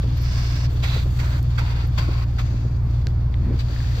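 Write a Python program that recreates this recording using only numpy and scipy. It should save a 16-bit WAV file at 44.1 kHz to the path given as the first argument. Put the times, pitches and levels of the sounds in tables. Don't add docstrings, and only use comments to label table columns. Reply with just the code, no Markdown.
import sys
import numpy as np
from scipy import signal
from scipy.fft import rfft, irfft
from scipy.io import wavfile

SR = 44100
rng = np.random.default_rng(int(sys.argv[2]) if len(sys.argv) > 2 else 0)


def wrap_up_sound(samples):
    columns = np.atleast_2d(samples).T
    tamed = np.clip(columns, -1, 1)
    steps = np.round(tamed * 32767).astype(np.int16)
    wavfile.write(sys.argv[1], SR, steps)


N = 176400
T = np.arange(N) / SR
F = np.fft.rfftfreq(N, 1 / SR) + 1e-3


def amp(db):
    return 10 ** (np.asarray(db) / 20)


def curve(points, column=1):
    rows = np.array(points, float)
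    return np.interp(np.log(F), np.log(rows[:, 0]), rows[:, column])


def timeline(points):
    return np.interp(T, *np.transpose(points))


def unit(x):
    return x / np.sqrt(np.mean(x ** 2))


def tint(x, db):
    return irfft(rfft(x) * amp(db), N)


def noise(db, spread):
    mid, side = rng.standard_normal((2, N))
    return unit(tint(np.array([mid + spread * side, mid - spread * side]), db))


def wander(rate_hz):
    return unit(tint(rng.standard_normal(N), -np.minimum(10 * (F / rate_hz) ** 2, 200)))


def pan(db):
    return amp(np.array([[db], [-db]]) / 2)


def peaks(rows):
    return sum(db / (1 + ((F - hz) / width_hz) ** 2) for hz, width_hz, db in rows)


def envelope(start_s, rise_s, hold_s, decay_s):
    t = T - start_s
    return np.clip(t / rise_s, 0, 1) * np.exp(-np.maximum(t - hold_s, 0) / decay_s)


def tyres(rut_s=3.49, rut_width_s=0.077):
    # frequency in Hz, density in dB.
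    hiss_colour = [(150,-11),(400,-0.5),(700,0.5),(1100,-1),(2000,-13),(3200,-20),(5000,-15.5),(7000,-38),(10000,-32.5),(15000,-42.5)]
    rut_colour = [(120,-5.5),(220,4.5),(330,0),(480,-16),(900,-22.5),(2500,-31),(6000,-70)]
    hiss = amp(-46.5) * noise(curve(hiss_colour), spread=0.74)
    groan = amp(-30) * noise(curve(rut_colour), spread=0.26)
    return hiss + groan * np.exp(-((T - rut_s) / rut_width_s) ** 2)


def squeaks(waver_hz=70):
    # start in seconds, length in seconds, pitch in Hz, level in dB.
    events = [(0.163,.018,13400,-55.5),(0.205,.025,13500,-52.5),(0.235,0.018,12750,-62),(0.732,0.014,13400,-62),(1.86,.018,13330,-60)]
    drift_cycles = np.cumsum(waver_hz * wander(300)) / SR
    out = 0
    for start_s, length_s, hz, db in events:
        shape = envelope(start_s, length_s / 2, length_s, length_s / 10)
        out += amp(db) * shape * np.sin(2 * np.pi * (hz * T + drift_cycles))
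    return out


def clicks(snap=5.5, ring_q=9, skirt_db_per_oct=17):
    # start in seconds, level in dB, band bottom, band top and ring in Hz, ring and pan in dB.
    events = [(.022,-34,2000,5000,3000,0,3),(.0772,-33,1500,5000,2500,0,2),(1.429,-35,6000,15000,9300,6,-2),(2.911,-41,3000,7000,4700,0,2),(3.0699,-18.5,600,5600,1550,11,-2),(3.0865,-36,1200,6000,3000,0,0),(3.3422,-27,1900,3300,2000,5,12),(3.763,-26,1500,2000,1690,13,2),(3.804,-27,1500,2200,1770,13,1),(3.8455,-34,1500,2200,1710,12,-2)]
    # frequency in Hz, gain in dB.
    colour = [(300,-6),(1400,1),(2200,-3),(3300,3),(5200,1),(8000,-8),(15000,-5)]
    out = 0
    for start_s, db, low_hz, top_hz, ring_hz, ring_db, pan_db in events:
        crack = envelope(start_s, 1 / SR, 0, decay_s=0.0006)
        tail = amp(-27) * envelope(start_s, 1 / SR, 0, decay_s=0.006)
        tick = rng.standard_normal((2, N)) * (crack + tail)
        tick[:, int(start_s * SR)] += snap
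        ring = signal.lfilter(*signal.iirpeak(ring_hz, ring_q, SR), tick)
        tick += (amp(ring_db) - 1) * ring
        octaves_outside = np.abs(np.log2(F / np.clip(F, low_hz, top_hz)))
        out += amp(db) * pan(pan_db) * tint(tick, curve(colour) - skirt_db_per_oct * octaves_outside)
    return out


def knocks(rise_s=0.0057, detune=0.043):
    # start in seconds, level in dB, rattle decay in seconds, mode tilt in dB per octave.
    events = [(.036,-31.5,.05,-1),(.747,-39,.013,0),(.958,-28.3,.0084,.5),(1.055,-29,.0045,0),(2.083,-29.5,.019,-2),(2.536,-37,.019,-1),(2.645,-34.5,.019,0),(3.064,-34,.017,-2),(3.507,-30,.03,0),(3.690,-34.5,.019,-3),(3.974,-32.5,.028,-3)]
    # frequency in Hz, gain in dB, decay in seconds.
    modes = [(245,-5,.014),(330,-4,.011),(430,-4,.009),(540,-5,.007),(640,-9,.007)]
    # frequency in Hz, density in dB.
    rattle_colour = [(120,-2),(250,4.5),(380,-3),(600,-11),(800,-9),(1500,-39),(4000,-69.5)]
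    ring, rattle_gain = 0, 0
    for start_s, db, rattle_s, tilt in events:
        for hz, mode_db, decay_s in modes:
            detuned_hz = hz * (1 + detune * rng.standard_normal())
            tone = np.sin(2 * np.pi * (detuned_hz * T + rng.random()))
            gain = amp(db + mode_db + tilt * np.log2(hz / 330))
            ring += gain * envelope(start_s, rise_s, rise_s, decay_s) * tone
        rattle_gain += amp(db - 2.5) * envelope(start_s, rise_s, rise_s, rattle_s)
    return ring + rattle_gain * noise(curve(rattle_colour), spread=0.54)


def friction(tilt_db_per_oct, ring_hz=1000, ring_db=0, hollowness=0, struck_modes=()):
    # frequency in Hz, density in dB.
    colour = [(200,-23.5),(550,-2.5),(1000,-2),(1500,-1),(2300,-4.5),(3200,2.5),(4800,-2.5),(6500,-9.5),(8200,-15.5),(10500,-28.5),(15000,-25.5)]
    # centre in Hz, half-width in Hz, gain in dB.
    hollow_modes = [(640,120,-2),(1090,110,2),(1410,110,3.3),(1950,150,-1),(2530,110,4.5),(3020,150,-3),(3600,200,-2),(4150,150,-2),(4630,120,6.5),(5370,330,-1)]
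    ripple_step_hz, ripple_db, left_lag_s = 90, 2, 0.00021
    knots_hz = np.arange(200) * ripple_step_hz
    ripple, phase_ripple = (np.interp(F, knots_hz, row) for row in rng.standard_normal((2, 200)))
    modes_db = peaks([(ring_hz, 0.14 * ring_hz, ring_db)])
    modes_db += hollowness * peaks(hollow_modes) + peaks(struck_modes)
    tilt_db = tilt_db_per_oct * np.log2(np.clip(F, 300, 7000) / 2000)
    rub = noise(curve(colour) + tilt_db + modes_db + ripple_db * ripple, spread=0.71)
    left_rad = phase_ripple / 2 - 2 * np.pi * F * left_lag_s
    rub[0] = irfft(rfft(rub[0]) * np.exp(1j * left_rad), N)
    grain_db, waver_db = 0.5 * wander(600), 1.5 * wander(30)
    return rub * amp(grain_db + waver_db)


def light_rubbing(waver_db=1.5):
    # time in seconds, level in dB.
    rub_levels = [(0,-43),(.69,-46.5),(.80,-41.5),(1.08,-44),(1.43,-47),(1.56,-43.5),(1.88,-48),(1.96,-42.5),(2.27,-53),(2.37,-44.5),(2.80,-59),(2.93,-48.5),(3.30,-55.5),(3.55,-46),(4,-41.5)]
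    hiss_levels = [(0,-75),(.66,-75),(.73,-52.5),(.81,-62),(1.0,-54),(1.07,-58),(1.17,-52),(1.38,-54),(1.45,-63.5),(4,-76.5)]
    # frequency in Hz, density in dB.
    hiss_colour = [(2000,-36.5),(4000,-18.5),(5500,-0.5),(7200,4.5),(9500,-6.5),(15000,-9.5)]
    rub = friction(tilt_db_per_oct=0.15) * amp(timeline(rub_levels))
    hiss = noise(curve(hiss_colour), spread=0.71)
    return rub + hiss * amp(timeline(hiss_levels) + waver_db * wander(30))


def strokes(lift_s=0.0054):
    # start, length and swell in seconds, level in dB, slope in dB per second,
    # tilt in dB per octave, pan in dB, ring in Hz, ring in dB, hollowness as a factor.
    events = [(0.082,0.5826,0.26,-36.5,5.5,-0.1,-3.5,5420,10,0.17),(0.824,0.21,0.0051,-31.5,-15,-1,-5,3900,6.5,0.4),(1.185,0.21,0.0099,-36,-5,-2.4,-1.5,2630,-3.5,0.61),(1.585,0.27,.0086,-36.5,-7,-2.5,0,980,5,.7),(1.988,0.253,.005,-34,-22,-1.7,0.5,1060,4.5,1.15),(2.386,0.42,.013,-42,-27,-3,3,6600,11.5,.22),(3.587,.58,0.18,-42.5,2.5,3,3.5,1660,7.5,0.25)]
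    out = 0
    for start_s, length_s, swell_s, db, slope, tilt, pan_db, ring_hz, ring_db, hollowness in events:
        gain = amp(db + slope * np.clip(T - start_s, 0, length_s))
        shape = envelope(start_s, swell_s, length_s, lift_s)
        out += friction(tilt, ring_hz, ring_db, hollowness) * gain * shape * pan(pan_db)
    return out


def landings():
    # start in seconds, level in dB, ring in Hz, ring in dB, tilt in dB per octave, pan in dB.
    events = [(0.828,-27,2360,7.5,0.2,-4),(1.186,-31,1900,8,1.5,-6.5),(1.573,-29,1320,9.5,-1,-7.5),(1.974,-23.5,1030,10.5,.3,2.5),(2.38,-30.5,1250,9,-0.7,-.5),(3.586,-32,4000,1.5,1,1.5)]
    # centre in Hz, half-width in Hz, gain in dB.
    impact_modes = [(2120,240,3.5),(3540,120,4),(4560,86,3.5)]
    out = 0
    for start_s, db, ring_hz, ring_db, tilt, pan_db in events:
        scuff = friction(tilt, ring_hz, ring_db, hollowness=0.8, struck_modes=impact_modes)
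        shape = envelope(start_s, rise_s=0.011, hold_s=0.018, decay_s=0.013)
        out += amp(db) * scuff * shape * pan(pan_db)
    return out


def engine(speed_wobble=0.0025, wander_db=0.7, throb_depth=0.43):
    # time in seconds, cycle rate in Hz.
    speed = [(0,7.38),(.7,7.38),(.85,7.43),(1.55,7.43),(1.8,7.28),(3.1,7.3),(3.4,7.25),(4,7.3)]
    # multiple of the cycle rate, level in dB.
    orders = [(4,-44),(6,-37),(7,-44),(10,-39),(12,-45),(15,-46),(17,-36),(18,-38),(20,-49),(24,-47)]
    # frequency in Hz, gain in dB.
    cab_response = [(15,-25),(37,-3),(58,-2),(81,1.5),(96,1.5),(106,-7),(118,-0.62),(140,1)]
    # frequency in Hz, density in dB.
    boom_colour = [(15,-25.5),(28,1.5),(50,1),(90,2.5),(128,3),(160,-7.5),(190,-10.5),(290,-11),(420,-23),(700,-35),(1500,-69)]
    cycle_hz = timeline(speed) * (1 + speed_wobble * wander(5))
    cycle_rad = 2 * np.pi * np.cumsum(cycle_hz) / SR
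    firing_rad, lope = 8 * cycle_rad, np.sin(3 * cycle_rad)
    note = amp(-18 + wander_db * wander(1.7)) * np.sin(firing_rad + 0.85 * lope)
    octave_gain = amp(-21 + wander_db * wander(3))
    jitter_rad = 0.25 * wander(17)
    exhaust = note + octave_gain * np.sin(2 * firing_rad + 0.33 * lope + jitter_rad)
    for order, db in orders:
        exhaust += amp(db + 2 * wander(2)) * np.sin(order * cycle_rad + 2 * np.pi * rng.random())
    throb = 1 + throb_depth * np.cos(firing_rad)
    boom = amp(-31) * noise(curve(boom_colour), spread=0.26) * throb
    return tint(exhaust, curve(cab_response)) + boom


def scene():
    return engine() + tyres() + light_rubbing() + strokes() + landings() + knocks() + clicks() + squeaks()


def record(dry):
    # frequency in Hz, left gain in dB, right gain in dB.
    ports = [(395,0.5,0.5),(1280,-1.5,-1),(2300,1,2.5),(3120,-5,-6.5),(3860,-2,-7),(4340,0,-7),(4670,2,-10.5),(5160,-4.5,-6.5),(6840,-4.5,-1.5),(9930,-8,-5.5),(13400,-1,10),(15500,-1,0)]
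    cutoff_hz = 15750
    heard = tint(dry, np.array([curve(ports, column=1), curve(ports, column=2)]))
    return signal.sosfilt(signal.ellip(10, 0.2, 80, cutoff_hz, fs=SR, output="sos"), heard)


dry = scene()
out = record(dry)
wrap_up_sound(out)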